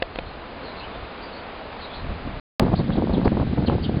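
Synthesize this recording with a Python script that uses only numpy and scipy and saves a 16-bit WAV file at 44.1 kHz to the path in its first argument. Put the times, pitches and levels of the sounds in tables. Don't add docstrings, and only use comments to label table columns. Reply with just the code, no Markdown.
import sys
import numpy as np
from scipy import signal
from scipy.fft import rfft, irfft
from scipy.io import wavfile

SR = 44100
rng = np.random.default_rng(int(sys.argv[2]) if len(sys.argv) > 2 else 0)


def inscribe(sig):
    pcm = np.round(np.clip(np.atleast_2d(sig).T, -1, 1) * 32767)
    wavfile.write(sys.argv[1], SR, pcm.astype(np.int16))


N = 176400
T = np.arange(N) / SR
FIRST_END_S, SECOND_START_S = 2.398, 2.5975

# t/s, level/dB
GUST_STRENGTH = [(2.6, -24), (2.655, -31), (2.685, -21), (2.705, -38), (2.74, -25), (2.765, -59),
                 (2.795, -21), (2.83, -37.5), (2.87, -39), (2.905, -32), (2.94, -40), (2.985, -26),
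                 (3.06, -40), (3.11, -27.5), (3.15, -32), (3.23, -32), (3.27, -19.5), (3.305, -47),
                 (3.325, -24.5), (3.355, -43), (3.375, -29), (3.415, -28), (3.45, -46), (3.55, -35.5),
                 (3.57, -42), (3.59, -24.5), (3.635, -37.5), (3.665, -40), (3.695, -25), (3.735, -26.5),
                 (3.77, -42.5), (3.785, -37.5), (3.86, -38.5), (3.895, -40), (3.92, -39.5), (4, -34)]
# f/Hz, level/dB
RUMBLE_SPECTRUM = [(10, -23.5), (35, -7.5), (78, 0.5), (125, -2), (200, 0), (270, -4.5), (400, -16),
                   (700, -28), (1500, -62)]
FLAP_SPECTRUM = [(100, -9.5), (250, -1), (500, -1.5), (750, -4.5), (1100, -13.5), (1500, -24), (2500, -33),
                 (5000, -53.5)]
# t/s, level/dB, swing time/ms
EDDY_HITS = [(2.276, -16.5, 0.89), (2.5995, -7.5, 0.22), (2.683, -13, 0.23), (2.7195, -14, 0.33),
             (2.799, -36, 0.38), (2.905, -16, 0.19), (2.986, -8.5, 0.75), (3.023, -8.5, 0.31),
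             (3.042, -7, 0.64), (3.073, -13.5, 0.32), (3.096, -14.5, 0.28), (3.182, -8.5, 0.49),
             (3.216, -15.5, 0.23), (3.264, -10, 0.435), (3.2795, -11.5, 0.12), (3.32, -11, 0.59),
             (3.372, -14.5, 0.25), (3.4, -13, .25), (3.429, -17, 0.29), (3.594, -9, 1), (3.649, -14, 0.38),
             (3.699, -7, 0.24), (3.726, -8.5, .6), (3.753, -10, 0.51), (3.784, -14.5, 0.31),
             (3.896, -10.5, 0.37)]
# t/s, level/dB
BREEZE_STRENGTH = [(0, -44.5), (.15, -47), (.23, -36.5), (.4, -47), (.9, -45), (1.03, -39.5), (1.1, -48.5),
                   (1.9, -46), (2.04, -34.5), (2.1, -26.5), (2.21, -41.5), (2.26, -27), (2.32, -34.5),
                   (2.39, -33.5)]
# f/Hz, level/dB
BREEZE_SPECTRUM = [(10, -14), (30, -1.5), (70, -1.5), (120, -8.5), (250, -16.5), (500, -38), (1500, -60.5)]
# t/s, level/dB, contact/s, ring relative to level/dB
TOUCHES = [(0.0225, -19, 0.0057, -1), (0.1578, -25, 0.0027, -16), (0.1872, -23.5, .004, -2)]
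# f/Hz, level/dB
SCRAPE_SPECTRUM = [(100, -10), (350, -2), (600, -2.5), (900, -15.5), (1200, -9), (1650, -3.5), (2200, -7.5),
                   (3000, -10), (3800, -15), (5000, -22.5)]
# f/Hz, level/dB, t60/s
BODY_MODES = [(533, 8.5, 0.031), (685, -3.5, 0.079), (1800, -18.5, .018), (2750, -16, .02)]
# t/s, length/s, start f/Hz, middle f/Hz, end f/Hz, level/dB
BIRD_NOTES = [(.135, 0.049, 4120, 4230, 4080, -48.5), (0.254, 0.045, 4080, 4130, 4050, -47.5),
              (0.623, 0.095, 4300, 4160, 3860, -44), (.76, 0.056, 3890, 4160, 3930, -41.5),
              (0.796, 0.059, 2500, 2766, 3190, -41), (0.921, 0.048, 3430, 3550, 3920, -44.5),
              (1.205, 0.066, 4070, 4710, 4480, -46), (1.317, 0.073, 4300, 4390, 4660, -45),
              (1.803, 0.052, 4270, 4080, 3850, -39), (1.889, 0.067, 3300, 3410, 3570, -42),
              (1.934, 0.045, 4000, 4150, 3860, -40), (2.751, 0.017, 3140, 3900, 4970, -43),
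              (2.767, .036, 3600, 4425, 3700, -43.5), (2.918, 0.026, 2880, 3500, 4570, -43.5),
              (2.959, 0.014, 4410, 3620, 2900, -45.5), (3.13, 0.029, 4410, 3450, 3030, -41.5),
              (3.24, 0.024, 3640, 4680, 2880, -45.5), (3.66, 0.023, 3900, 4400, 3740, -39.5),
              (3.67, 0.021, 3180, 3100, 2440, -38), (3.823, 0.03, 4300, 4450, 4120, -44),
              (3.835, 0.029, 3020, 3570, 3070, -41.5), (3.838, 0.021, 2810, 3060, 2670, -39.5)]
# warble depth/fraction of pitch, direct/dB, echo/dB
FAR_BIRDS, NEAR_BIRDS = (.04, -8, -6), (.06, -1, -5.5)
# t/s, level/dB
WASH_SWELL = [(0, -45), (.45, -42.5), (.7, -41), (1.6, -41), (2.1, -41), (2.39, -41.5)]
# f/Hz, level/dB
WASH_SPECTRUM = [(59, -24.5), (100, -11), (156, -7), (230, 0.5), (290, 0.5), (353, -3), (402, 0), (567, 0),
                 (690, 0.5), (1200, -4), (1930, -9.5), (2560, -10.5), (3110, -13.5), (4040, -16),
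                 (5000, -24), (6500, -45), (11000, -120)]
HISS_SPECTRUM = [(100, -3.5), (700, -5), (1500, -0.5), (2500, -5.5), (4000, -8), (5000, -16)]


def gusts(rumble_db=-21, flap_db=1.5, rumble_flutter_db=2.97, flap_flutter_db=4):
    flutter = np.minimum(wander(rate_hz=110), 1.8)
    strength = follow(GUST_STRENGTH)
    swell = (strength / amp(-31)) ** 0.4
    rumble = noise(RUMBLE_SPECTRUM) * swell * unit(amp(rumble_flutter_db * flutter))
    flap = noise(FLAP_SPECTRUM) * strength * unit(amp(flap_flutter_db * flutter))
    return (amp(rumble_db) * rumble + amp(flap_db) * flap) * (T > SECOND_START_S)


def eddies(spread_rad=1.49):
    out = np.zeros(N)
    for at_s, db, swing_ms in EDDY_HITS:
        phase = (T - at_s) * 1000 / swing_ms
        envelope = np.exp(-np.minimum((phase / spread_rad) ** 2, 100) / 2)
        out += amp(db) * np.sin(phase) * envelope
    return out


def breeze(gain_db=1.5):
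    return noise(BREEZE_SPECTRUM) * follow(BREEZE_STRENGTH) * amp(gain_db) * (T < FIRST_END_S)


def handling_clicks():
    out, t = np.zeros(N), T[:SR // 10]
    ring = sum(amp(db - 60 * t / t60) * np.sin(2 * np.pi * hz * t) for hz, db, t60 in BODY_MODES)
    for at_s, db, contact_s, ring_db in TOUCHES:
        scrape = unit(noise(SCRAPE_SPECTRUM)[:round(contact_s * SR)])
        add(out, at_s, amp(db) * scrape * signal.windows.tukey(len(scrape), .3))
        add(out, at_s, amp(db + ring_db) * ring)
    return out


def birds(echo_t60_s=0.21):
    direct, echo = np.zeros(N), np.zeros(N)
    warble = wander(rate_hz=715)
    for at_s, length_s, start_hz, middle_hz, end_hz, db in BIRD_NOTES:
        depth, direct_db, echo_db = FAR_BIRDS if at_s < FIRST_END_S else NEAR_BIRDS
        progress = np.linspace(0, 1, round(length_s * SR))
        glide_hz = np.polyval(np.polyfit([0, .5, 1], [start_hz, middle_hz, end_hz], 2), progress)
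        hz = glide_hz * (1 + depth * warble[round(at_s * SR):][:len(progress)])
        envelope = np.sqrt(abs(np.sin(np.pi * progress)))
        note = amp(db) * unit(envelope * np.sin(2 * np.pi * np.cumsum(hz) / SR))
        add(direct, at_s, amp(direct_db) * note)
        add(echo, at_s, amp(echo_db) * note)
    tail = rng.standard_normal(SR // 2) * amp(-60 * T[:SR // 2] / echo_t60_s)
    return direct + signal.fftconvolve(echo, tail / np.linalg.norm(tail))[:N]


def background(wash_gain_db=4.5, hiss_db=-42):
    wash = noise(WASH_SPECTRUM) * follow(WASH_SWELL) * amp(wash_gain_db)
    hiss = noise(HISS_SPECTRUM) * amp(hiss_db)
    return np.where(T < FIRST_END_S, wash, hiss)


def amp(db):
    return 10 ** (np.asarray(db) / 20)


def unit(x):
    return x / np.sqrt(np.mean(x ** 2) + 1e-20)


def add(mix, at_s, sound):
    part = mix[max(round(at_s * SR), 0):][:len(sound)]
    part += sound[:len(part)]


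def noise(spectrum):
    hz, db = np.transpose(spectrum)
    gain = amp(np.interp(np.log(np.fft.rfftfreq(N, 1 / SR) + 1), np.log(hz), db))
    return unit(irfft(rfft(rng.standard_normal(N)) * gain, N))


def wander(rate_hz):
    rolloff = np.exp(-(np.fft.rfftfreq(N, 1 / SR) / rate_hz) ** 2)
    return unit(irfft(rfft(rng.standard_normal(N)) * rolloff, N))


def follow(curve):
    return amp(np.interp(T, *np.transpose(curve)))


def lowpass(x, hz):
    return signal.oaconvolve(x, signal.firwin(301, hz, window=("kaiser", 8), fs=SR), "same")


def scene():
    return (gusts() + eddies() + breeze() + handling_clicks() + birds() + background())[None]


def record(dry, pop_db=0.5, tick_db=-7.5, pop_decay_s=.00006, fade_s=.004):
    running = (T < FIRST_END_S) | (T > SECOND_START_S)
    fade_out = np.minimum((T[-1] - T) / fade_s, 1)
    pop = np.zeros(N)
    add(pop, SECOND_START_S, -np.exp(-T[:SR // 100] / pop_decay_s))
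    narrow = lowpass(dry[0] * running * fade_out + amp(pop_db) * pop, hz=5100)
    return lowpass(narrow + amp(tick_db) * pop, hz=16500)[None]


dry = scene()
out = record(dry)
inscribe(out)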